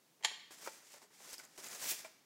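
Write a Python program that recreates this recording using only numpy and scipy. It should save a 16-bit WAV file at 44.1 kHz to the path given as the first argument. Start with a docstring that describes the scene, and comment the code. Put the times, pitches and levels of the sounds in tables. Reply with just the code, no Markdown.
"""Hands at a kitchen counter, close to a mono microphone in a small, hard room, over faint noise.
At 0.2 s a soft bump, then a juicer part is set down: quick contacts crack and ring it, and the
counter damps most of the ring. From 0.3 s, sparse dull bumps on the counter and tiny ticks.
From 0.5 s fruit and hands slide and rustle in three long strokes of friction, each with a faint
low push on the counter; the last stroke is the loudest."""
import sys
import numpy as np
from scipy import signal
from scipy.fft import rfft, irfft
from scipy.io import wavfile

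SR = 44100
rng = np.random.default_rng(int(sys.argv[2]) if len(sys.argv) > 2 else 0)


def to_wav(s):
    """Save 16-bit WAV."""
    ch = np.atleast_2d(s).T  # columns
    pcm = np.round(np.clip(ch, -1, 1) * 32767)  # PCM
    wavfile.write(sys.argv[1], SR, pcm.astype(np.int16))


N = 99225

# Noise floor spectrum (frequency [Hz], relative density [dB])
FLOOR_SPECTRUM = [(25, -37), (70, -29), (100, -12), (140, -3), (300, -1.5), (600, -6), (1800, -12),
                  (6500, -12), (10000, -16), (15500, -17)]

# Bumps on the counter (time [s], level [dB], tilt [dB/octave], thud t60 [s],
# spot resonance [Hz], its relative level [dB])
BUMP_HITS = [(.208, -63, 0, 0.091, 520, -2), (.312, -52.5, -5, 0.038, 430, 3),
             (0.5064, -57.5, 0, 0.053, 337, 2.5), (.662, -46.5, 1.5, 0.033, 1270, -2),
             (0.6741, -36.5, 2, 0.037, 543, 2), (.939, -58.5, 0, 0.084, 590, 1),
             (.961, -61, -3, 0.053, 559, -1), (1.018, -63, 3, 0.11, 940, -1),
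             (1.03, -70, -4, 0.15, 411, 6.5), (1.201, -63, 1, 0.14, 800, 0),
             (1.331, -53, 5, 0.042, 910, -17), (1.398, -52.5, 4.5, 0.048, 1473, 2.5),
             (1.579, -54, -1, 0.085, 372, 4), (2.0473, -50, 6, 0.091, 647, 3)]
# Thud spectrum (frequency [Hz], relative density [dB])
THUD_SPECTRUM = [(40, -41), (110, -32), (250, -21), (400, 3), (620, 0.5), (1000, 1.5), (1250, -6.5),
                 (2350, -5.5), (2900, -23.5), (8000, -22), (16000, -55)]
# Counter modes (frequency [Hz], relative level [dB], t60 [s])
COUNTER_MODES = [(408, -31, 0.023), (644, -14, 0.088), (766, -11, 0.088), (877, -4.5, 0.11),
                 (1033, -7.5, 0.089), (1395, -4, 0.058), (2345, -10, 0.1)]

# Contacts of the landing juicer part (time [s], relative level [dB])
PART_CONTACTS = [(0.2264, -28), (0.2355, -17.5), (0.241, -16.5), (.2462, -3), (.2483, 1), (0.2504, -3.5),
                 (0.2549, -17), (0.2576, -10.5), (.2665, -21)]
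# Crack spectrum of a contact (frequency [Hz], relative density [dB])
CRACK_SPECTRUM = [(40, -34), (110, -32), (250, -18), (450, -9), (650, -3.5), (1000, -2), (1450, -7.5),
                  (1900, 1), (2500, -1.5), (3250, 3.5), (3750, -2), (4500, 1), (5200, -10.5), (7100, 0.5),
                  (7900, -14), (10300, -13.5), (12200, -21), (13200, -31), (16000, -33)]
# Juicer part modes (frequency [Hz], relative level [dB], free t60 [s])
PART_MODES = [(715, -5, .15), (884, -4, .15), (1152, -7, .2), (1808, 3, .8), (1889, 0, .85), (2076, -2, .6),
              (2363, -7, .5), (2876, -3, .35), (3170, 5, .45), (3314, 2, .45), (4268, -5, .45),
              (4591, -8, .5), (6944, 1, .22), (7389, 1, .13)]

# Tiny snaps (time [s], level [dB], pitch [Hz])
TICK_SNAPS = [(.317, -63, 8200), (1.310, -47, 5600), (1.3297, -48, 7000), (1.341, -40.5, 5080),
              (1.3815, -42.5, 5300), (1.393, -52, 7900), (1.451, -48.5, 6850), (1.643, -42, 6760),
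              (1.6853, -42.5, 7350), (1.7485, -44.5, 6500), (1.8905, -43, 8360)]

# Stroke envelopes (time [s], relative hiss level [dB], relative scrape level [dB])
FIRST_STROKE = [(.505, -69, -72), (.51, -56.5, -62), (.54, -56.5, -62), (.563, -62.5, -70),
                (.61, -58, -63.5), (.635, -52, -57.5), (.672, -52.5, -61), (.705, -58, -80),
                (.76, -60, -70), (.832, -65.5, -68.5), (.878, -59, -73), (.9, -61.5, -72),
                (.94, -54.5, -66), (.968, -61.5, -64), (1.005, -70, -76), (1.028, -59.5, -62.5),
                (1.07, -77, -78)]
SECOND_STROKE = [(1.105, -77, -70), (1.135, -63.5, -71), (1.18, -63, -72.5), (1.24, -58.5, -63.5),
                 (1.29, -55, -60.5), (1.328, -53, -61), (1.3305, -46, -63), (1.346, -50.5, -55),
                 (1.358, -57.5, -81), (1.38, -64, -68), (1.395, -54, -62), (1.415, -62.5, -67),
                 (1.448, -60, -63), (1.475, -73.5, -75), (1.576, -62.5, -69)]
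THIRD_STROKE = [(1.576, -68, -58), (1.577, -52, -59.5), (1.618, -55, -57.5), (1.668, -49, -55),
                (1.695, -53, -59), (1.75, -49.5, -54.5), (1.789, -52, -61.5), (1.832, -43.5, -50),
                (1.865, -43, -50.5), (1.905, -36.5, -56.5), (1.919, -38.5, -50.5), (1.955, -51, -64),
                (1.975, -53, -63), (1.992, -50, -59), (2.044, -63, -66), (2.046, -52.5, -53.5),
                (2.092, -70, -75), (2.2, -78, -85)]
# Friction spectra (frequency [Hz], relative density [dB])
HISS_SPECTRUM = [(700, -24.5), (1300, -12.5), (2100, -1.5), (3000, -3), (4200, -3), (5400, 1), (7400, 1),
                 (9000, -3.5), (12000, -8), (15700, -15.5)]
SCRAPE_SPECTRUM = [(30, -40), (75, -32), (125, -8), (220, -2.5), (400, 0), (800, 0.5), (1150, -1),
                   (1900, 0.5), (3000, -15.5), (8000, -22)]

# Hand presses on the counter (time [s], level [dB])
HAND_PUSHES = [(0.507, -80), (1.326, -69), (1.581, -71)]

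# Room decay (frequency [Hz], t60 [s])
ROOM_DECAY = [(150, 1), (600, 0.35), (1400, 0.73), (2000, .66), (4500, 0.7), (7200, 0.44), (15000, 0.42)]


def amp(db):
    """Decibels to gain."""
    return 10 ** (np.asarray(db) / 20)


def unit(x):
    """Scale to rms 1."""
    return x / np.sqrt(np.mean(x ** 2) + 1e-20)


def read(table, hz):
    """Interpolate a table over log frequency."""
    table_hz, values = np.transpose(table)
    return np.interp(np.log(hz + 1), np.log(table_hz + 1), values)


def add(mix, start_s, sound):
    """Mix a sound in at start_s."""
    span = mix[round(start_s * SR):][:len(sound)]
    span += sound[:len(span)]


def shaped(x, gain):
    """Filter by gain(hz); rms 1."""
    hz = np.fft.rfftfreq(len(x), 1 / SR)
    return unit(irfft(rfft(x) * gain(hz), len(x)))


def coloured(x, spectrum):
    """Filter by a spectrum table; rms 1."""
    return shaped(x, lambda hz: amp(read(spectrum, hz)))


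def fade(t, t60_s):
    """Exponential decay, 60 dB per t60_s."""
    return np.exp(-np.log(1000) * t / t60_s)


def burst(colour, t60_s, size=8192):
    """Decaying noise through a causal filter of shape colour(hz)."""
    gain = unit(colour(np.abs(np.fft.fftfreq(size, 1 / SR))))
    minimum_phase = np.exp(np.conj(signal.hilbert(np.log(gain + 1e-5))))
    envelope = fade(np.arange(size) / SR, t60_s)
    noise = rng.standard_normal(size) * envelope
    puff = np.fft.ifft(np.fft.fft(noise) * minimum_phase).real
    return unit(puff) * np.sqrt(np.mean(envelope ** 2))


def noise_floor(level_db=-71.5):
    """Faint steady background noise."""
    return amp(level_db) * coloured(rng.standard_normal(N), FLOOR_SPECTRUM)


def counter_bumps(modes_db=-6, rise_s=0.00081, spot_t60_ratio=1.07, low_cut_hz=290):
    """Soft blows thud and ring the counter; each spot adds its own resonance."""
    out, t = np.zeros(N), np.arange(SR // 5) / SR
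    radiation = signal.butter(2, low_cut_hz, "high", fs=SR, output="sos")
    soft_onset = np.minimum(t / rise_s, 1)
    for start_s, db, db_per_octave, thud_t60_s, spot_hz, spot_db in BUMP_HITS:
        def tilt(hz):
            return amp(db_per_octave * np.log2(np.clip(hz, 200, 4000) / 800))
        modes = sum(amp(modes_db + mode_db) * tilt(hz) * np.sin(2 * np.pi * hz * t) * fade(t, t60_s)
                    for hz, mode_db, t60_s in COUNTER_MODES)
        spot = amp(spot_db) * np.sin(2 * np.pi * spot_hz * t) * fade(t, thud_t60_s * spot_t60_ratio)
        ring = signal.sosfilt(radiation, (modes + spot) * soft_onset)
        thud = burst(lambda hz: amp(read(THUD_SPECTRUM, hz)) * tilt(hz), thud_t60_s)
        add(out, start_s, amp(db) * ring)
        add(out, start_s, amp(db) * thud)
    return out


def juicer_clack(crack_db=-26.5, ring_db=-40.5, free_db=-25.5, radiated_hz=(434, 10000)):
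    """Each contact cracks and adds energy to the part's ring; the counter damps most of it at once."""
    cracks, energy_in, t = np.zeros(N), np.zeros(N), np.arange(N) / SR
    for start_s, db in PART_CONTACTS:
        crack = burst(lambda hz: amp(read(CRACK_SPECTRUM, hz)), t60_s=0.036)
        add(cracks, start_s, amp(db + crack_db) * crack)
        add(energy_in, start_s, amp([db]) ** 2)

    def swing(t60_s):
        """Amplitude from stored, leaking energy."""
        kept_per_sample = fade(1 / SR, t60_s) ** 2
        return np.sqrt(signal.lfilter([1], [1, -kept_per_sample], energy_in + 1e-20))
    damped = swing(t60_s=0.046)
    ring = np.zeros(N)
    for hz, db, free_t60_s in PART_MODES:
        envelope = damped + amp(free_db) * swing(free_t60_s)
        ring += amp(ring_db + db) * np.sin(2 * np.pi * hz * t) * envelope
    radiation = signal.butter(2, radiated_hz, "band", fs=SR, output="sos")
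    return cracks + signal.sosfilt(radiation, ring)


def ticks(width_octaves=0.17, skirt_db=-14.5):
    """Tiny snaps: a narrow noise peak over a broad treble skirt."""
    out = np.zeros(N)
    for start_s, db, pitch_hz in TICK_SNAPS:
        def colour(hz):
            peak = np.exp(-(np.log2((hz + 1) / pitch_hz) / width_octaves) ** 2)
            return peak + amp(skirt_db) * hz / (hz + pitch_hz)
        add(out, start_s, amp(db) * burst(colour, t60_s=0.013))
    return out


def friction(slips_per_s=6000, spread_db=3.0, smooth_share=0.7):
    """Many tiny slips of uneven size over a smooth rub."""
    impulses = (rng.random(N) < slips_per_s / SR) * rng.choice([-1, 1], N)
    sizes = amp(spread_db * np.minimum(rng.exponential(1, N), 5))
    slips, smooth = unit(impulses * sizes), rng.standard_normal(N)
    return np.sqrt(1 - smooth_share) * slips + np.sqrt(smooth_share) * smooth


def sliding_strokes(flutter_db=1.24, flutter_s=0.013, firm_db=-38.5, fizz_power=1.64, fizz_hz=9300):
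    """Fruit and hands rub: hiss and low scrape, plus fizz that grows faster under firm pressure."""
    hiss_trim_db, scrape_trim_db, fizz_trim_db = -1, -1.5, -0.5
    t, hiss_gain, scrape_gain = np.arange(N) / SR, np.zeros(N), np.zeros(N)
    for stroke in (FIRST_STROKE, SECOND_STROKE, THIRD_STROKE):
        times_s, hiss_db, scrape_db = np.transpose(stroke)
        inside = (t >= times_s[0]) & (t < times_s[-1])
        hiss_gain += inside * amp(np.interp(t, times_s, hiss_db))
        scrape_gain += inside * amp(np.interp(t, times_s, scrape_db))
    wander = shaped(rng.standard_normal(N), lambda hz: np.exp(-(hz * flutter_s) ** 2))
    fizz_gain = amp(firm_db + fizz_trim_db) * (hiss_gain / amp(firm_db)) ** fizz_power
    fizz = fizz_gain * shaped(friction(), lambda hz: hz ** 4 / (hz ** 4 + fizz_hz ** 4))
    hiss = amp(hiss_trim_db) * hiss_gain * coloured(friction(), HISS_SPECTRUM)
    scrape = amp(scrape_trim_db) * scrape_gain * coloured(friction(), SCRAPE_SPECTRUM)
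    return amp(flutter_db * wander) * (hiss + scrape + fizz)


def hand_pushes(corner_hz=70.6):
    """A hand presses on the counter: faint low puffs."""
    out = np.zeros(N)
    for start_s, db in HAND_PUSHES:
        add(out, start_s, amp(db) * burst(lambda hz: 1 / (1 + (hz / corner_hz) ** 2), t60_s=0.046))
    return out


def room(x, wet_db, onset_s=0.014):
    """Direct sound plus dense reflections; each band decays at its own rate."""
    hz, t, bands = signal.stft(rng.standard_normal(SR), SR, nperseg=256)
    decay = fade(t, read(ROOM_DECAY, hz)[:, None])
    _, tail = signal.istft(bands * decay, SR, nperseg=256)
    tail *= np.minimum(np.arange(len(tail)) / SR / onset_s, 1) ** 2
    return x + amp(wet_db) * signal.fftconvolve(x, tail / np.linalg.norm(tail))[:N]


def scene():
    """All sources in the room over the noise floor; both channels equal."""
    clack = room(juicer_clack(), wet_db=-10.5)
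    counter = room(counter_bumps() + hand_pushes(), wet_db=-15)
    rustle = room(sliding_strokes() + ticks(), wet_db=-12.5)
    mono = clack + counter + rustle + noise_floor()
    return np.array([mono, mono])


def record(dry):
    """Recorder band limit: steep low-pass."""
    edge_hz = 15850
    low_pass = signal.firwin(511, edge_hz, window=("kaiser", 9), fs=SR)
    return signal.oaconvolve(dry, low_pass[None], "same")


dry = scene()
out = record(dry)
to_wav(out)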